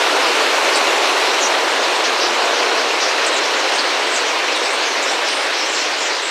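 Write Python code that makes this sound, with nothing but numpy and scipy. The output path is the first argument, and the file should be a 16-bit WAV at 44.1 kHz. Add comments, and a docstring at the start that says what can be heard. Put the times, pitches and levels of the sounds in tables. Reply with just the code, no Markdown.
"""A huge flock of starlings streams close overhead in open country and slowly draws away.
Wings: shaped noise, an even rush from the mass plus puffs and feather swishes from the nearest birds.
Bursts: short bright noise bursts, some giving the sharp chips their hard attack.
Calls: tones broken into rasps by random modulation, near ones with a short scattered tail, far ones faint.
The microphone is mono (both channels alike), with a steep bass cut and an upper band limit."""
import sys
import numpy as np
from scipy import signal
from scipy.fft import rfft, irfft, next_fast_len
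from scipy.io import wavfile
from scipy.ndimage import uniform_filter1d, map_coordinates

SR = 44100
rng = np.random.default_rng(int(sys.argv[2]) if len(sys.argv) > 2 else 0)


def transcribe(u):
    """Save the signal u as a 16-bit wav file named by the first command-line argument.

    u: samples, shape (n,) or (channels, n), limited to [-1, 1]; the rate is SR.
    q: integer samples, one column per channel.
    """
    v = np.clip(np.atleast_2d(u).T, -1, 1)
    q = np.round(v * 32767).astype(np.int16)
    wavfile.write(sys.argv[1], SR, q)


N = 277830

# Flock drawing away: (time [s], pushed air level [dB], feather rustle level [dB], feather hiss level [dB])
FLOCK_LEVELS = [(0, -18, -18.5, -35.5), (0.8, -18, -18.5, -35), (1.4, -18.7, -19, -37),
                (2.0, -19.5, -20, -39.5), (2.75, -19, -20, -40.6), (3.15, -20.5, -19.5, -41.5),
                (3.75, -20.5, -19.5, -41.5), (3.95, -21.5, -20, -42), (5.25, -22.5, -21, -42),
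                (5.85, -24.5, -21, -43.5), (6.3, -24.5, -22.4, -46.5)]
# Air pushed by the wings: (frequency [Hz], relative density [dB per Hz])
AIR_SPECTRUM = [(120, -90), (200, -16.5), (262, -9), (346, -3.5), (489, -0.5), (777, -1.5), (992, -1),
                (1500, -6), (1950, -45), (3300, -120)]
# Feather rustle: (frequency [Hz], relative density [dB per Hz])
RUSTLE_SPECTRUM = [(700, -44), (1300, -6.5), (1600, 0.46), (2000, 0), (2650, 0.3), (3400, -3), (4300, -3.5),
                   (4550, -7), (5800, -9.5), (6700, -14.5), (8800, -22.5), (9400, -32), (12000, -64)]
# Feather hiss: (frequency [Hz], relative density [dB per Hz])
HISS_SPECTRUM = [(2500, -27), (5000, 0), (7000, 5), (8800, 3.5), (10000, 1), (12000, -4.5), (14800, -9.5)]
# Short bright noise bursts: (time [s], length, twice the rise [s], level once that length has passed [dB])
BURST_EVENTS = [(.7585, .002, -19), (2.453, .01, -34), (3.263, .005, -26), (4.562, .005, -33),
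                (5.286, .003, -27)]
# Bright noise burst: (frequency [Hz], relative density [dB per Hz])
BURST_SPECTRUM = [(1200, -24), (3000, 0), (6000, 5), (8500, 5), (11000, -27), (14500, -22)]
# Swelling near rasps: (time [s], length [s], mid pitch [Hz], rasp width [Hz], level [dB])
RASP_EVENTS = [(0.724, 0.068, 4800, 516, -23.7), (1.401, 0.086, 6280, 343, -22.5),
               (1.945, 0.06, 7950, 310, -40), (2.034, 0.054, 5070, 782, -24),
               (2.194, 0.1, 4850, 562, -22.5), (2.507, 0.12, 5550, 430, -31),
               (2.759, 0.082, 4850, 380, -28), (3, 0.065, 5180, 787, -23.5), (3.06, 0.05, 5800, 310, -31),
               (3.24, 0.025, 5140, 640, -25.5), (3.333, 0.032, 7800, 250, -37),
               (3.546, 0.08, 6800, 430, -37), (3.712, 0.13, 8360, 298, -40), (4.097, 0.14, 7800, 340, -36),
               (4.24, 0.102, 5970, 570, -31), (4.535, 0.049, 3820, 100, -28.5),
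               (4.589, 0.19, 7960, 230, -38.5), (4.781, 0.16, 6370, 229, -34),
               (5.047, 0.092, 5570, 250, -28), (5.065, 0.11, 7400, 500, -35.5),
               (5.237, 0.12, 5180, 540, -29), (5.27, 0.21, 8650, 380, -40.5), (5.528, 0.18, 5660, 280, -29),
               (5.672, 0.18, 7160, 486, -32.5), (5.722, 0.2, 5400, 434, -30),
               (5.97, 0.14, 6940, 400, -32.5), (6.21, 0.12, 7800, 360, -35)]
# Sharp near chips: (time [s], pitch [Hz], rasp width [Hz], level [dB])
CHIP_EVENTS = [(0.756, 7860, 520, -28), (3.262, 7600, 563, -29), (3.362, 6720, 530, -29),
               (3.782, 4280, 227, -21.5), (4.141, 7700, 630, -31), (4.16, 6360, 330, -26.5),
               (4.561, 8500, 270, -38), (4.728, 8630, 190, -38), (5.025, 6900, 650, -29)]

RASP_RISE_SHARE, RASP_FALL_SHARE = 0.41, 0.03  # of the length; of the mid pitch
CHIP_LENGTH_S, CHIP_RISE_SHARE = 0.037, 0.05
BASS_CUT_HZ, BAND_LIMIT_HZ = 263, 14850


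def amp(db):
    """Decibels to gain."""
    return 10 ** (np.asarray(db) / 20)


def unit(x):
    """Scale to rms 1."""
    return x / np.sqrt(np.mean(x ** 2) + 1e-20)


def curves(rows):
    """One value per sample for each column after the time."""
    time_s, *columns = np.transpose(rows)
    return [np.interp(np.arange(N) / SR, time_s, column) for column in columns]


def wobble(knots_per_s, size):
    """A smooth random curve through Gaussian knots."""
    knots = rng.standard_normal(8192)
    return map_coordinates(knots, [np.arange(size) * knots_per_s / SR], mode="wrap")


def filtered(x, response):
    """Multiply the spectrum of x by a response of frequency."""
    fft_size = next_fast_len(N + SR // 4)
    gain = response(np.fft.rfftfreq(fft_size, 1 / SR))
    return irfft(rfft(x, fft_size) * gain, fft_size)[:N]


def add(track, start_s, sound):
    """Mix a sound into the track in place."""
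    part = track[max(round(start_s * SR), 0):][:len(sound)]
    part += sound[:len(part)]


def turbulence(spectrum, patchy_db):
    """Coloured noise of rms 1 whose colour shifts in random patches."""
    bins = signal.stft(rng.standard_normal(N), nperseg=512)[2]
    patches = uniform_filter1d(rng.standard_normal(bins.shape), size=8, axis=0)  # across frequency
    patches = uniform_filter1d(patches, size=11, axis=1)  # across time
    noise = signal.istft(bins * amp(patchy_db * unit(patches)), nperseg=512)[1][:N]
    hz, db = np.transpose(spectrum)
    return unit(filtered(noise, lambda f: amp(np.interp(np.log(f + 1), np.log(hz), db))))


def wings():
    """Downstrokes push air in low puffs; on the upstroke the feathers slide and hiss."""
    air_db, rustle_db, hiss_db = curves(FLOCK_LEVELS)
    down, up = near_wings(beat_hz=13, pass_s=0.29, sharpness=8.1, count=60)
    air = amp(air_db) * wing_noise(AIR_SPECTRUM, down, near_share=0.14, patchy_db=0.22)
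    both = (down + up) / 2
    rustle = amp(rustle_db) * wing_noise(RUSTLE_SPECTRUM, both, near_share=0.19, patchy_db=1.02)
    hiss = amp(hiss_db) * wing_noise(HISS_SPECTRUM, up, near_share=0.22, patchy_db=1.1)
    return air + rustle + hiss


def near_wings(beat_hz, pass_s, sharpness, count):
    """Power of the down- and upstrokes of single birds, each flapping at its own pace as it passes."""
    t = np.arange(0, N, 32) / SR
    delay, phase, pace = rng.uniform(0, 1, (count, 3)).T[..., None]
    closest_s = (np.arange(count)[:, None] + delay) / count * N / SR
    nearness = 1 / (1 + ((t - closest_s) / pass_s) ** 2) ** 2
    bird_beat_hz = beat_hz * np.exp(0.5 * (pace - 0.5))
    swing = np.cos(2 * np.pi * (bird_beat_hz * t + phase))
    strokes = []
    for direction in (1, -1):  # down, up
        power = np.sum(nearness * np.exp(sharpness * (direction * swing - 1)), axis=0)
        power /= uniform_filter1d(power, size=700)  # level against the mean over about 0.5 s
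        strokes.append(np.interp(np.arange(N) / SR, t, power))
    return strokes


def wing_noise(spectrum, strokes, near_share, patchy_db):
    """The even rush of the distant mass plus the puffs of the near birds, shared by power."""
    return turbulence(spectrum, patchy_db) * np.sqrt(1 - near_share + near_share * strokes)


def bright_bursts():
    """A noise burst that rises fast and dies away, at times on the onset of a chip."""
    envelope = np.zeros(N)
    t = np.arange(SR // 20) / SR
    for start_s, length_s, db in BURST_EVENTS:
        add(envelope, start_s, amp(db) * (t / length_s) * np.exp(2 - 2 * t / length_s))
    return envelope * turbulence(BURST_SPECTRUM, patchy_db=2)


def near_calls(scatter_db=-9, scatter_s=0.014):
    """Close birds rasp, sagging in pitch, or chip abruptly; the bodies around scatter a short, faint tail."""
    track = np.zeros(N)
    for start_s, length_s, hz, width_hz, db in RASP_EVENTS:
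        start_hz, end_hz = hz * (1 + RASP_FALL_SHARE / 2), hz * (1 - RASP_FALL_SHARE / 2)
        add(track, start_s, amp(db) * rasp(length_s, start_hz, end_hz, width_hz, RASP_RISE_SHARE))
    for start_s, hz, width_hz, db in CHIP_EVENTS:
        add(track, start_s, amp(db) * rasp(CHIP_LENGTH_S, hz, hz, width_hz, CHIP_RISE_SHARE))
    t = np.arange(SR // 8) / SR
    tail = rng.standard_normal(len(t)) * np.exp(-t / scatter_s)
    tail /= np.linalg.norm(tail)
    return track + amp(scatter_db) * signal.fftconvolve(track, tail)[:N]


def rasp(length_s, start_hz, end_hz, width_hz, rise_share,
         buzz_hz=170, buzz_depth=0.16, warble_hz=170, core=0.76):
    """A gliding syrinx tone that chaotic vibration breaks into a rasp, pulsed by a fast buzz; rms 1."""
    size = int(length_s * SR)
    u = np.arange(size) / size
    pitch_hz = start_hz + (end_hz - start_hz) * u + warble_hz * wobble(67.8, size)

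    def shake(knots_per_s):
        return wobble(knots_per_s, size) + 1j * wobble(knots_per_s, size)

    # slow unsteadiness makes the whistling core, fast unsteadiness its hoarse skirt
    chaos = core * shake(2 * width_hz) + shake(4.8 * width_hz)
    voice = np.real(chaos * np.exp(2j * np.pi * np.cumsum(pitch_hz) / SR))
    buzz_rate_hz = buzz_hz * (1 + 0.23 * wobble(60, size))
    buzz = 1 + buzz_depth * np.sin(2 * np.pi * np.cumsum(buzz_rate_hz) / SR)
    shape = np.sqrt(np.minimum(u / rise_share, (1 - u) / (1 - rise_share)))
    return unit(shape * buzz * voice)


def far_calls(level_db, centre_hz, count):
    """Faint chatter from deep in the flock; the air takes more from the higher calls."""
    track = np.zeros(N)
    for when, high, long, glide, loud in rng.uniform(-1, 1, (count, 5)):
        start_hz = centre_hz * np.exp(0.35 * high)
        end_hz = start_hz * np.exp(0.084 * glide)
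        length_s = 0.079 * np.exp(0.5 * long)
        call = rasp(length_s, start_hz, end_hz, width_hz=339, rise_share=0.4)
        call_db = level_db + 1.7 * loud - 9.4 * high
        add(track, (when + 1) / 2 * N / SR, amp(call_db) * call)
    return track


def scene():
    """Wings, bursts and calls in the open air, the same in both channels."""
    flock = wings() + bright_bursts() + near_calls() + far_calls(level_db=-38.5, centre_hz=6084, count=120)
    return np.array([flock, flock])


def record(dry):
    """The microphone cuts the bass steeply and keeps nothing above its band limit."""
    def response(hz):
        return (hz < BAND_LIMIT_HZ) / np.sqrt(1 + (BASS_CUT_HZ / (hz + 1)) ** 12)

    return np.array([filtered(channel, response) for channel in dry])


dry = scene()
out = record(dry)
transcribe(out)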